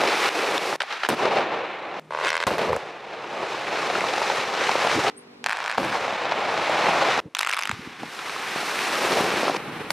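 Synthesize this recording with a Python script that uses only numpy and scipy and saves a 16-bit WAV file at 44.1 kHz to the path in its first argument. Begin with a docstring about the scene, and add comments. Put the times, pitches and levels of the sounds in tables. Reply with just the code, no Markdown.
"""Rock blasts on highway slopes, cut one after another. Timed caps crack in quick rows and bounce off
the ground, the charges boom, then boulders, rocks, gravel and grit pour down in clumps and lone knocks.
Between blasts the valley is quiet but for a distant idling engine, leaves, a hum and a bird.
Heard in the open on a small stereo camera microphone that is thin in the bass and rounds the peaks."""
import sys
import numpy as np
from scipy import signal
from scipy.fft import rfft, irfft
from scipy.io import wavfile
from scipy.ndimage import uniform_filter1d

SR = 44100
rng = np.random.default_rng(int(sys.argv[2]) if len(sys.argv) > 2 else 0)


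def digitize_waveform(pressure):
    """Quantize a signal to 16-bit integers and store it at the path in sys.argv[1].

    Rows of a 2-D input are taken as channels; values are limited to [-1, 1].
    """
    field = np.atleast_2d(pressure).T
    bounded = np.clip(field, -1, 1)
    quanta = np.round(bounded * 32767).astype(np.int16)
    wavfile.write(sys.argv[1], SR, quanta)


N = 437472

# Lone cracks of the blasts on the slope: start_s, level_db, pitch_hz, treble_db
CRACKS = [(.8036, -13, 2230, -25), (.8056, -1.5, 1830, -28), (.8115, -34, 5000, -6), (.8193, -5, 1970, -12),
          (.828, -23, 4000, -5), (.836, -16, 800, -30), (.926, -13, 3000, -27), (1.0338, -14, 2000, -27),
          (1.0395, -19, 3200, -20), (1.0353, -6, 2200, -37), (1.0375, -11, 2600, -33),
          (1.0497, -7, 1800, -33), (1.052, -17, 2200, -33), (1.089, -1.5, 1290, -12),
          (1.1025, -9, 1680, -12), (2.4708, -5, 1050, -10), (2.4743, -18, 1240, -19),
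          (2.4783, -2, 980, -25), (2.5064, -6, 980, -26), (2.5824, -6, 1020, -16), (2.7312, -4.5, 900, -21),
          (2.7642, -10, 1080, -11), (5.7817, 5.5, 764, -17), (5.849, -10, 1200, -13),
          (9.9053, -3.5, 1510, -9)]


def blast_cracks():
    """Sharp pressure fronts that die within a cycle and reach the microphone without bass."""
    return shots(CRACKS, gain_db=3.5, turns=0.35, edge_db=-2.5, spit_s=0.00017,
                 scatter_db=-12.5, thin_hz=610)


# Timed caps on the slope, one a hole, fired along the rows: start_s, level_db, pitch_hz
CAPS = [(2.1083, -18.5, 850), (2.1235, -18, 850), (2.1359, -19, 980), (2.1492, -11, 930),
        (2.1625, -22, 800), (2.1739, -15.5, 950), (2.1885, -15, 1000), (2.2003, -18, 1380),
        (2.2123, -14, 900), (2.227, -18, 900), (2.2384, -17, 1270), (2.2482, -11, 1940),
        (2.2575, -13, 1660), (2.2632, -17, 1300), (2.268, -16, 1630), (2.2717, -9, 1650),
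        (2.2798, -10.5, 2220), (2.284, -9, 2140), (2.2911, -10, 2780), (2.3038, -7, 2320),
        (2.3183, -12.5, 1500), (2.3299, -10, 1760), (2.3425, -12, 1500), (2.3538, -9.5, 1730),
        (2.3673, -10, 1880), (2.3778, -12, 1960), (2.3905, -26, 900), (2.403, -10, 1950),
        (2.4132, -16, 1300), (2.422, -21, 1770), (2.4272, -10, 1760), (2.4377, -10, 1670),
        (5.4422, -11.5, 2840), (5.4623, -2, 1970), (5.4693, -9, 1870), (5.4871, -14, 1700),
        (5.4952, -9, 1710), (5.5056, -11, 1690), (5.512, -11.5, 1820), (5.5246, -11, 1790),
        (5.5302, -9.5, 1620), (5.545, -22, 1500), (5.5505, -21, 1000), (5.563, -19, 1820),
        (5.571, -14, 1880), (5.583, -19, 1000), (5.589, -18, 1440), (5.6034, -13.5, 1400),
        (5.623, -21, 1200), (5.6285, -19, 1200), (5.6417, -15, 2170), (5.65, -15, 1000), (5.655, -24, 1100),
        (5.6614, -12, 1880), (5.668, -20, 1000), (5.676, -18, 1100), (5.6793, -12, 1960),
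        (5.6965, -17, 1500), (5.6983, -12, 1710), (5.7058, -14, 1620), (5.7145, -12, 1900),
        (5.7255, -15, 1650), (5.7475, -19, 1400), (5.754, -18, 1000), (7.3499, -10.5, 2650),
        (7.3687, -16, 2560), (7.387, -18, 2690), (7.3913, -9, 2820), (7.407, -15, 1700),
        (7.4108, -9.5, 2030), (7.4239, -17, 2110), (7.431, -14.5, 2200), (7.4481, -13, 1700),
        (7.4648, -16, 1730), (7.4724, -12, 1780), (7.4875, -20, 1590), (7.4915, -15, 2000),
        (7.4951, -12.5, 2080), (7.5057, -17, 1620), (7.5135, -16, 2490), (7.5272, -15, 2090),
        (7.5323, -16, 2390), (7.5361, -10, 1900), (7.5447, -16, 2070), (7.555, -23, 1500),
        (7.5677, -13.5, 2390), (7.5739, -15, 1620), (7.5865, -19, 1960), (7.5909, -11.5, 2570),
        (7.5958, -19, 1960), (7.6083, -21, 1900), (7.6138, -20, 1900), (7.6239, -15, 2150),
        (7.635, -14, 2900), (7.6548, -15.5, 2510), (7.674, -15, 2410), (7.694, -12.5, 1900),
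        (7.714, -11, 1660)]
# Hiss of a 2 kHz cap, one value a volley: treble_db
CAP_TREBLE_DB = [-10.5, -13, -8]
# Low edge of each volley: cutoff_hz
CAP_THIN_HZ = [550, 650, 780]


def volleys():
    """Three rows of caps; sharper caps spit more treble."""
    caps, out = np.array(CAPS), 0
    rows = np.split(caps, np.flatnonzero(np.diff(caps[:, 0]) > 1) + 1)
    for row, treble_db, thin_hz in zip(rows, CAP_TREBLE_DB, CAP_THIN_HZ):
        treble = treble_db + 7 * np.log2(row[:, 2] / 2000)  # 7 dB more per octave of pitch
        out = out + shots(np.c_[row, treble], gain_db=8.0, turns=0.41, edge_db=-6.5, spit_s=0.00057,
                          scatter_db=-11.5, thin_hz=thin_hz)
    return out


# Main charges in the rock: start_s, level_db, t60_s, length_s, treble_db
BOOMS = [(1.0879, -30, 0.048, .02, 21.5), (1.089, -26, 0.65, 0.06, 3), (2.468, -24, 0.27, .15, 6),
         (2.51, -28, 0.56, 0.078, 3), (2.586, -25, 0.83, 0.11, 0), (2.691, -32, 1.0, .085, -1),
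         (5.777, -25.5, 0.46, .2, 3.5), (5.838, -29.5, 0.68, 0.21, 0), (9.904, -34, .05, .015, 20)]
# Colour of a boom in the six bands (boulders, rocks, rubble, gravel, grit, dust): gain_db
BOOM_COLOUR_DB = [-3.5, 1.5, -1.5, -13.5, -29.5, -30]
# Swells of the ground: middle_s, length_s, peak_db
RUMBLES = [(1.125, .1, -25), (4.978, 0.087, -21.5), (7.263, 0.082, -41), (7.83, 0.53, -45.5),
           (8.038, 0.18, -41.5), (9.2, 0.96, -36), (9.735, 0.99, -40)]


def boom_power():
    """Power in six bands: each charge starts at once and decays; the ground swells in the lowest band."""
    t, power = np.arange(N) / SR, np.zeros((6, N))
    for start_s, db, t60_s, length_s, treble_db in BOOMS:
        on, fading_db = during([(start_s, db), (start_s + length_s, db - 60 * length_s / t60_s)])
        colour_db = BOOM_COLOUR_DB + treble_db * np.array([0, 0, 0, 0.5, 1, 1.5])
        power[:, on] += undb(fading_db + colour_db[:, None]) ** 2
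    for middle_s, length_s, db in RUMBLES:
        swell = np.cos(np.pi * np.clip((t - middle_s) / length_s, -.5, .5)) ** 2
        power[0] += (undb(db) * swell) ** 2
    return power


# Low, dull blows: thuds from the slope, and a quick run of 500 Hz pops from the charges at 2.68-2.77 s:
# start_s, level_db, pitch_hz
THUDS = [(.0385, -12, 500), (.053, -5.5, 500), (1.094, -17, 291), (2.469, -3, 297), (2.516, -6, 520),
         (2.682, -11, 500), (2.695, -3, 480), (2.705, -2.5, 520), (2.718, -6, 480), (2.731, -4, 450),
         (2.741, -12, 550), (2.754, -9, 520), (2.767, -8, 550), (4.971, -20, 195), (5.774, -32, 318),
         (7.258, -26, 164), (7.699, -20, 215), (7.729, -24, 110), (7.793, -23, 239), (7.874, -21, 260),
         (9.128, -6, 430), (9.208, -1, 390), (9.24, -6, 460), (9.252, -9, 480), (9.341, -5, 450)]


def thuds():
    """Dull blows that ring for a few cycles, with almost no hiss or scatter."""
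    return shots([(*thud, -40) for thud in THUDS], gain_db=-7.5, turns=1.34, edge_db=0, spit_s=0.001,
                 scatter_db=-53, thin_hz=50.3)


# Rock pouring down, one list a fall: time_s, rubble_db, rocks_over_rubble_db, grit_over_rubble_db
ROCKFALLS = [
    [(0, -26, -0.5, -24), (.232, -24.5, -8.5, -21), (.288, -23.5, -9.5, -22.5), (.367, -28, -3.5, -22),
     (.58, -28, -2.5, -21), (.668, -30.5, -3.5, -19), (.762, -32, -2, -19)],
    [(1.14, -40, -1, -22), (1.228, -26, 5, -30), (1.29, -28.5, 4, -35), (1.358, -26.5, 4.5, -31),
     (1.477, -33.5, 3.5, -47), (1.542, -31, 4, -46), (1.695, -34.5, -2, -61), (1.871, -38.5, 2.5, -53),
     (1.997, -37.5, 5, -38)],
    [(2.77, -39.5, 2.5, -25), (3.002, -43, 1.5, -36), (3.422, -34.5, 4, -25.5), (3.495, -34, 0.5, -25.5),
     (3.877, -29.5, 0.5, -23), (4.16, -29.5, 0, -20.5), (4.232, -27.5, -3.5, -20), (4.518, -31, -1, -23),
     (4.63, -24.5, -6, -24), (4.712, -28, -3.5, -18.5), (4.912, -25.5, -3.5, -21.5),
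     (4.962, -24.5, -4.5, -19), (5.1, -25.5, 2, -22)],
    [(5.8, -47, -11, -19), (5.95, -29.5, 2.5, -23), (6.206, -30.5, -0.5, -31), (6.4, -29, 2.5, -30.5),
     (6.52, -29.5, 1.5, -26.5), (6.892, -24, 0.5, -25), (7.05, -24.5, 0.5, -26), (7.202, -27, -2, -25)],
    [(7.72, -40.5, -20, -22), (7.958, -41.5, -18, -26.5), (8.126, -38, -9.5, -18.5), (8.501, -30, -9, -21),
     (8.609, -30, -7, -18.5), (8.857, -28, -7, -18), (9.212, -27, 3, -17.5), (9.307, -27, -4, -22),
     (9.5, -29, 1.5, -21), (9.57, -31.5, -0.5, -22.5)],
    [(9.57, -37, -3.5, -32), (9.874, -37.5, -5, -33.5), (9.92, -43, -3, -19)],
]
# Finest dust in each fall: dust_over_grit_db
DUST_DB = [-2.5, -5, -9.5, -9.5, -1.5, 9]
# The roar dips right after the sharpest stones: start_s, gain_db
DIPS = [(0.291, -9), (0.579, -6), (9.499, -4.5)]
DIP_S = 0.067
# Base level of the boulders and of the gravel in each fall: over_rubble_db
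BOULDERS_DB, GRAVEL_DB = [-10.5, -9, -10, -15.5, -7, -13], [-3.5, -5, -4.5, -5.5, -3.5, -7]


def rockfall_power():
    """Power of falling stone in six bands; boulders rise with the rocks, gravel and dust with the grit."""
    t, power = np.arange(N) / SR, np.zeros((6, N))
    dip_db = sum(db * (t >= s) * np.clip(1 - (t - s) / DIP_S, 0, 1) for s, db in DIPS)
    for rows, boulders_db, gravel_db, dust_db in zip(ROCKFALLS, BOULDERS_DB, GRAVEL_DB, DUST_DB):
        on, rubble_db, rocks_db, grit_db = during(rows)
        colour_db = [boulders_db + 0.8 * rocks_db, rocks_db, np.zeros(len(on)),
                     gravel_db + 0.2742 * grit_db, grit_db, grit_db + dust_db]
        power[:, on] += undb(rubble_db + dip_db[on] + colour_db) ** 2
    return power


# Spectrum of tumbling rock at the microphone: frequency_hz, level_db
ROCK_SPECTRUM = [(18, -66), (30, -9), (59, -23.5), (147, -6), (337, -1), (384, -2.5), (815, -6),
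                 (928, -9.5), (2490, -13), (3200, -17.5), (4500, -13), (5440, -17), (13500, -45),
                 (14200, -42), (14500, -85)]
# Borders between the six stone sizes, boulders to dust: frequency_hz
SIZE_BORDERS_HZ = [420, 1000, 3000, 7000, 11000]
# Lone knocks in each size: over_rush_db
KNOCK_DB = [-10, -3.5, -8.5, -3.5, -22, -18]
# Stereo spread of the sound, nearly mono low down and wider in the treble: frequency_hz, side_gain_db
WIDTH = [(60, -24), (110, -45), (200, -37), (380, -37), (700, -33.5), (1290, -32.5), (2370, -28.5),
         (4380, -25.5), (8080, -16), (14900, -13.5)]


def roar(band_power):
    """Dense impacts in clumps, plus lone knocks, split by stone size; each band follows its given power."""
    levels_db = 10 * np.log10(band_power)
    clumps = undb(0.5 * walk(30) + 0.92 * walk(110))
    rush = rfft(unit(clumps * rng.standard_normal((2, N))))
    chance, size = rng.random((2, N))
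    # 260 knocks a second: many small stones, a few large
    knocks = (chance < 260 / SR) * undb(np.minimum(-4.5 * np.log(size), 16))
    shatter = np.exp(-np.arange(900) / SR / 0.0019)  # each breaks into a few milliseconds of clatter
    knocks = signal.fftconvolve(knocks, shatter)[:N] * rng.standard_normal(N)
    falling = np.clip((levels_db[1] + 39.5) / 9, 0, 1)  # a quiet valley holds no falling stones
    knocks = rfft(unit(clumps * knocks) * falling)
    octave = np.log2(np.arange(N // 2 + 1) * SR / N + 1)
    ramps = [np.clip((octave - np.log2(hz)) / 1.2 + .5, 0, 1) for hz in SIZE_BORDERS_HZ]
    above = [1] + [np.sin(np.pi / 2 * ramp) ** 2 for ramp in ramps] + [0]
    width = [np.ones(N // 2 + 1), shape(WIDTH)]
    out = 0
    for k, db in enumerate(levels_db):
        band = np.sqrt(above[k] - above[k + 1]) * shape(ROCK_SPECTRUM)
        mid, side = irfft(band * (rush + undb(KNOCK_DB[k]) * knocks) * width, N)
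        out = out + undb(db + 0.41 * walk(18)) * np.array([mid, side]) / np.sqrt(np.mean(mid ** 2))
    return out


# Single stones that stand out of the fall: start_s, level_db, pitch_hz
STONES = [(0.2898, -12, 3600), (0.5796, -9, 3620), (0.7282, -17, 1180), (3.954, -12.5, 1260),
          (4.0076, -12, 2080), (4.041, -14, 960), (4.218, -12.5, 810), (4.4127, -16, 2270),
          (4.616, -13.5, 650), (4.669, -8, 1960), (4.693, -7, 780), (4.755, -10.5, 650),
          (4.8484, -10.5, 800), (4.868, -11.5, 730), (5.048, -14, 781), (5.9275, -13, 1260),
          (6.126, -17, 723), (6.697, -11.5, 600), (6.759, -17, 1020), (6.842, -14, 886), (6.886, -8, 813),
          (6.892, -8, 813), (6.935, -9, 900), (7.178, -7.5, 767), (8.033, -22.5, 675), (8.191, -22.5, 2130),
          (8.296, -18, 2140), (8.3635, -25, 1100), (8.56, -18.5, 700), (8.631, -23, 746), (8.79, -15, 2400),
          (9.4319, -16, 596), (9.481, -14, 1140), (9.4978, -13, 690), (9.548, -16, 804)]


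def stones():
    """Each stone strikes with a short pitched knock and a little hiss."""
    return shots([(*stone, -24) for stone in STONES], gain_db=4.5, turns=0.8, edge_db=5, spit_s=0.0005,
                 scatter_db=-8.5, thin_hz=206)


def pressure_pulse(hz, turns, treble_db, spit_s):
    """A pressure dip and kick that rings out within a few turns; its sharp front spits a short hiss."""
    t = np.arange(1200) / SR
    wave = -np.sin(2 * np.pi * hz * t) * np.exp(-hz * t / turns)
    wave = filtered(wave, 2, min(3.7 * hz, TOP_HZ), "low")  # the air rounds the front
    front = int(SR / hz / 4)
    burst = rng.standard_normal(len(t)) * np.exp(-t / spit_s)
    spit = filtered(burst, 2, [2600, 9000], "band")
    wave[front:] += undb(treble_db) * spit[:len(t) - front] / np.abs(spit).max()
    return wave


# Ground between each blast and the microphone, and last the stereo spread of the sound from then on:
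# start_s, bounce_delay_s, bounce_db, scatter_db, scatter_t60_s, side_gain_db
SITES = [(0, 0.0014, -29, -3, 0.0091, 7), (0.759, 0.0013, -2.5, 2, 0.0044, 12.5),
         (2, 0.0019, -2, -11, 0.0066, 11.5), (2.46, 0.0019, -5, -8.5, 0.018, 10),
         (5.1, 0.0012, -9, -17, 0.027, 10), (7.2, 0.00078, -5.5, -2.5, 0.013, 9),
         (9.57, 0.001, -7, 3, 0.011, 19.5)]
# Distance dulls the cracks at each site: cutoff_hz
DISTANCE_HZ = [13000, 9000, 8250, 11200, 10300, 15500, 14000]
GROUND_HZ = 4500  # soil and slope hand back little above this


def shots(events, gain_db, turns, edge_db, spit_s, scatter_db, thin_hz):
    """Each pulse arrives straight, again off the ground, then scattered by the slope; as mid and side."""
    out, t = np.zeros((2, N + 4000)), np.arange(2400) / SR
    for start_s, db, hz, treble_db in events:
        here = sum(site[0] <= start_s for site in SITES) - 1
        _, delay_s, bounce_db, tail_db, t60_s, _ = SITES[here]
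        wave = pressure_pulse(hz, turns, treble_db + edge_db, spit_s)
        wave = filtered(wave, 2, DISTANCE_HZ[here], "low")
        path = undb(tail_db + scatter_db) * rng.standard_normal((2, len(t))) * undb(-60 * t / t60_s)
        path[0, int(delay_s * SR)] += undb(bounce_db)
        path = filtered(path, 1, GROUND_HZ, "low")
        path[0, 0] = 1  # the straight path
        at = int((start_s - .5 / hz) * SR)
        arrival = signal.fftconvolve(path, wave[None])
        out[:, at:at + arrival.shape[1]] += undb(db + gain_db) * arrival
    out = out[:, :N]
    out[1] = irfft(rfft(out[1]) * shape(WIDTH), N)
    return filtered(out, 3, thin_hz, "high")  # small sources radiate no bass


# Clatter off the slopes, one list a stretch: time_s, level_db, rocks_band_db
# The stretch at 5.1 s is the roar of the rockfall before it dying quickly away.
CLATTER = [
    [(.803, -27.5, -4), (.856, -40, -13), (.912, -31, -6), (1.012, -36.5, -12), (1.05, -28, -3.5),
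     (1.068, -32, -4), (1.07, -39, -10), (1.087, -41, -14)],
    [(2.106, -47, -4), (2.215, -32.5, -5), (2.264, -29, -1), (2.338, -35.5, -20), (2.44, -36, -11),
     (2.442, -43, -2), (2.469, -48, -6)],
    [(5.1, -46, -14), (5.136, -73, 0)],
    [(5.443, -44, -15), (5.534, -37, -7), (5.691, -34.5, -3.5), (5.779, -36.5, -11)],
    [(7.35, -39, -31), (7.492, -36.5, -16), (7.53, -34, -16), (7.631, -38.5, -21), (7.72, -39, -26)],
]
# Its boulder, gravel, grit and dust bands: gain_db
CLATTER_COLOUR_DB = [-42, -10.5, -32, -33.5]


def clatter_power():
    """Power in six bands as the slopes throw back each volley as a thin clatter."""
    power = np.zeros((6, N))
    for rows in CLATTER:
        on, db, rocks_db = during(rows)
        bands_db = db + np.insert(CLATTER_COLOUR_DB, 1, [0, 0])[:, None]
        bands_db[1] += rocks_db
        power[:, on] += undb(bands_db) ** 2
    return power


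# Harmonics of an engine far from the microphone: multiple, level_db
IDLE_HARMONICS = [(3, -10), (4, 0), (5, 8), (6, 8), (8, 13.5), (9, 12), (10, 7)]
IDLE_HZ, IDLE_DB, IDLE_S = 49, -63.5, (5.1, 5.5)


def engine():
    """A distant engine idles before one blast, its speed and harmonics wavering."""
    phase = 2 * np.pi * np.cumsum(IDLE_HZ * (1 + 0.0087 * walk(12))) / SR
    idle = sum(undb(db + 3.4 * walk(25)) * np.sin(k * phase + rng.uniform(0, 2 * np.pi))
               for k, db in IDLE_HARMONICS)
    return undb(IDLE_DB) * idle * span(*IDLE_S)


# A faint hum in the valley: time_s, pitch_hz, level_db
HUM = [(1.997, 157, -61), (2.3, 150.4, -62), (2.45, 158, -90)]


def hum():
    """One low tone wavers and fades before a blast."""
    hz, db = curve(HUM)
    return np.sqrt(2) * undb(db + 1.3 * walk(31.5)) * tone(hz) * span(HUM[0][0], HUM[-1][0])


# A bird among the trees: time_s, pitch_hz, level_db
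CHIRP = [(5.16, 8454, -65), (5.18, 8700, -41), (5.2, 9000, -65)]
UPPER_VOICE = [(5.163, 10300), (5.197, 11600)]  # time_s, pitch_hz


def bird():
    """One thin rising chirp with a second voice that climbs faster; the trees hand it back briefly."""
    hz, db = curve(CHIRP)
    upper_hz, = curve(UPPER_VOICE)
    chirp = undb(db) * (tone(hz) + undb(-12) * tone(upper_hz)) * span(CHIRP[0][0], CHIRP[-1][0])
    t = np.arange(6000) / SR
    trees = undb(-40) * rng.standard_normal((2, len(t))) * undb(-60 * t / 0.18)
    trees[0, 0] = 1.2  # the straight path
    return signal.fftconvolve(chirp[None], trees)[:, :N]


def breeze():
    """Leaves hush all around while the engine idles, falling off toward the treble."""
    hush = irfft(rfft(rng.standard_normal(N)) * shape(ROCK_SPECTRUM), N)
    return undb(-53) * unit(filtered(hush, 2, [500, 5000], "band")) * span(*IDLE_S)


# Valley air in the six bands: level_db
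AIR_COLOUR_DB = [-57, -56, -57, -69.5, -77, -79.5]
# Its rise and fall: time_s, gain_db
AIR_DRIFT = [(.78, 1.5), (2, -2), (5.2, -2), (7.2, -0.5), (7.348, -5.5)]


def air_power():
    """Power in six bands of the quiet air under everything."""
    return np.outer(undb(AIR_COLOUR_DB), undb(curve(AIR_DRIFT)[0])) ** 2


def undb(db):
    """Decibels to amplitude."""
    return 10 ** (np.asarray(db) / 20)


def unit(x):
    """Scale to an RMS of 1."""
    return x / np.sqrt(np.mean(x ** 2))


def tone(hz):
    """A sine that follows a pitch curve."""
    return np.sin(2 * np.pi * np.cumsum(hz) / SR)


def filtered(x, order, hz, kind):
    """A Butterworth filter."""
    return signal.sosfilt(signal.butter(order, hz, kind, fs=SR, output="sos"), x)


def shape(table):
    """dB points joined on a log-frequency axis, as gains for an rfft."""
    hz, db = np.transpose(table)
    return undb(np.interp(np.log(np.arange(N // 2 + 1) * SR / N + 1), np.log(hz), db))


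def curve(rows):
    """Each column joined over time, across the whole scene."""
    s, *columns = np.transpose(rows)
    return [np.interp(np.arange(N) / SR, s, c) for c in columns]


def during(rows):
    """The samples that a curve covers, and its columns there."""
    s, *columns = np.transpose(rows)
    on = np.arange(int(s[0] * SR), min(int(s[-1] * SR), N))
    return on, *(np.interp(on / SR, s, c) for c in columns)


def walk(rate):
    """Random levels held 1 / rate s and slewed; spread near 1."""
    hold = int(SR / rate)
    steps = np.repeat(rng.standard_normal(N // hold + 1), hold)
    return unit(uniform_filter1d(steps, hold)[:N])


def span(start_s, end_s):
    """A gate with short fades."""
    t = np.arange(N) / SR
    return np.clip(np.minimum(t - start_s, end_s - t) / 0.0046, 0, 1)


# Deep bass that reaches the microphone: start_s, gain_db
DEEP_BASS = [(0, -23), (.759, -13), (2, 7), (2.46, 0), (5.1, 6), (7.2, 1), (8.6, -24), (9.57, 6.5)]
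DEEP_HZ = 140
# Low-middle weight of each site: gain_db and centre_hz
BODY_DB, BODY_HZ = [3, -2.5, 0.5, -4.5, -7.5, -1, -4], [442, 333, 330, 307, 390, 314, 337]
NARROW_HZ, NARROW_S = 4730, 0.747  # the two channels are alike below this pitch, until this time


def scene():
    """All sources as left and right; the stereo spread and bass weight vary from blast to blast."""
    t = np.arange(N) / SR
    band_power = boom_power() + rockfall_power() + clatter_power() + air_power()
    mid, side = blast_cracks() + stones() + thuds() + roar(band_power) + volleys() + bird()
    mid = mid + engine() + hum()
    site_s, side_db = np.transpose(SITES)[[0, -1]]
    here = np.searchsorted(site_s, t, "right") - 1
    side = np.where(t < NARROW_S, filtered(side, 3, NARROW_HZ, "high"), side)
    side = side * undb(side_db)[here] + breeze()
    deep_s, deep_db = np.transpose(DEEP_BASS)
    deep_gain = undb(deep_db)[np.searchsorted(deep_s, t, "right") - 1]
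    mid = mid + (deep_gain - 1) * filtered(mid, 1, DEEP_HZ, "low")
    body = [signal.lfilter(*signal.iirpeak(hz, 1.3, fs=SR), mid) for hz in BODY_HZ]
    mid = mid + (undb(BODY_DB)[here] - 1) * np.choose(here, body)
    return np.array([mid + side, mid - side])


CEILING, BASS_HZ, TOP_HZ = 0.43, 64, 15500


def record(dry):
    """The camera's input stage rounds the loudest peaks, thins the deep bass and cuts the top."""
    soft = CEILING * np.tanh(dry / CEILING)
    thin = filtered(soft, 2, BASS_HZ, "high")
    return signal.sosfilt(signal.ellip(8, .2, 60, TOP_HZ, fs=SR, output="sos"), thin)


dry = scene()
out = record(dry)
digitize_waveform(out)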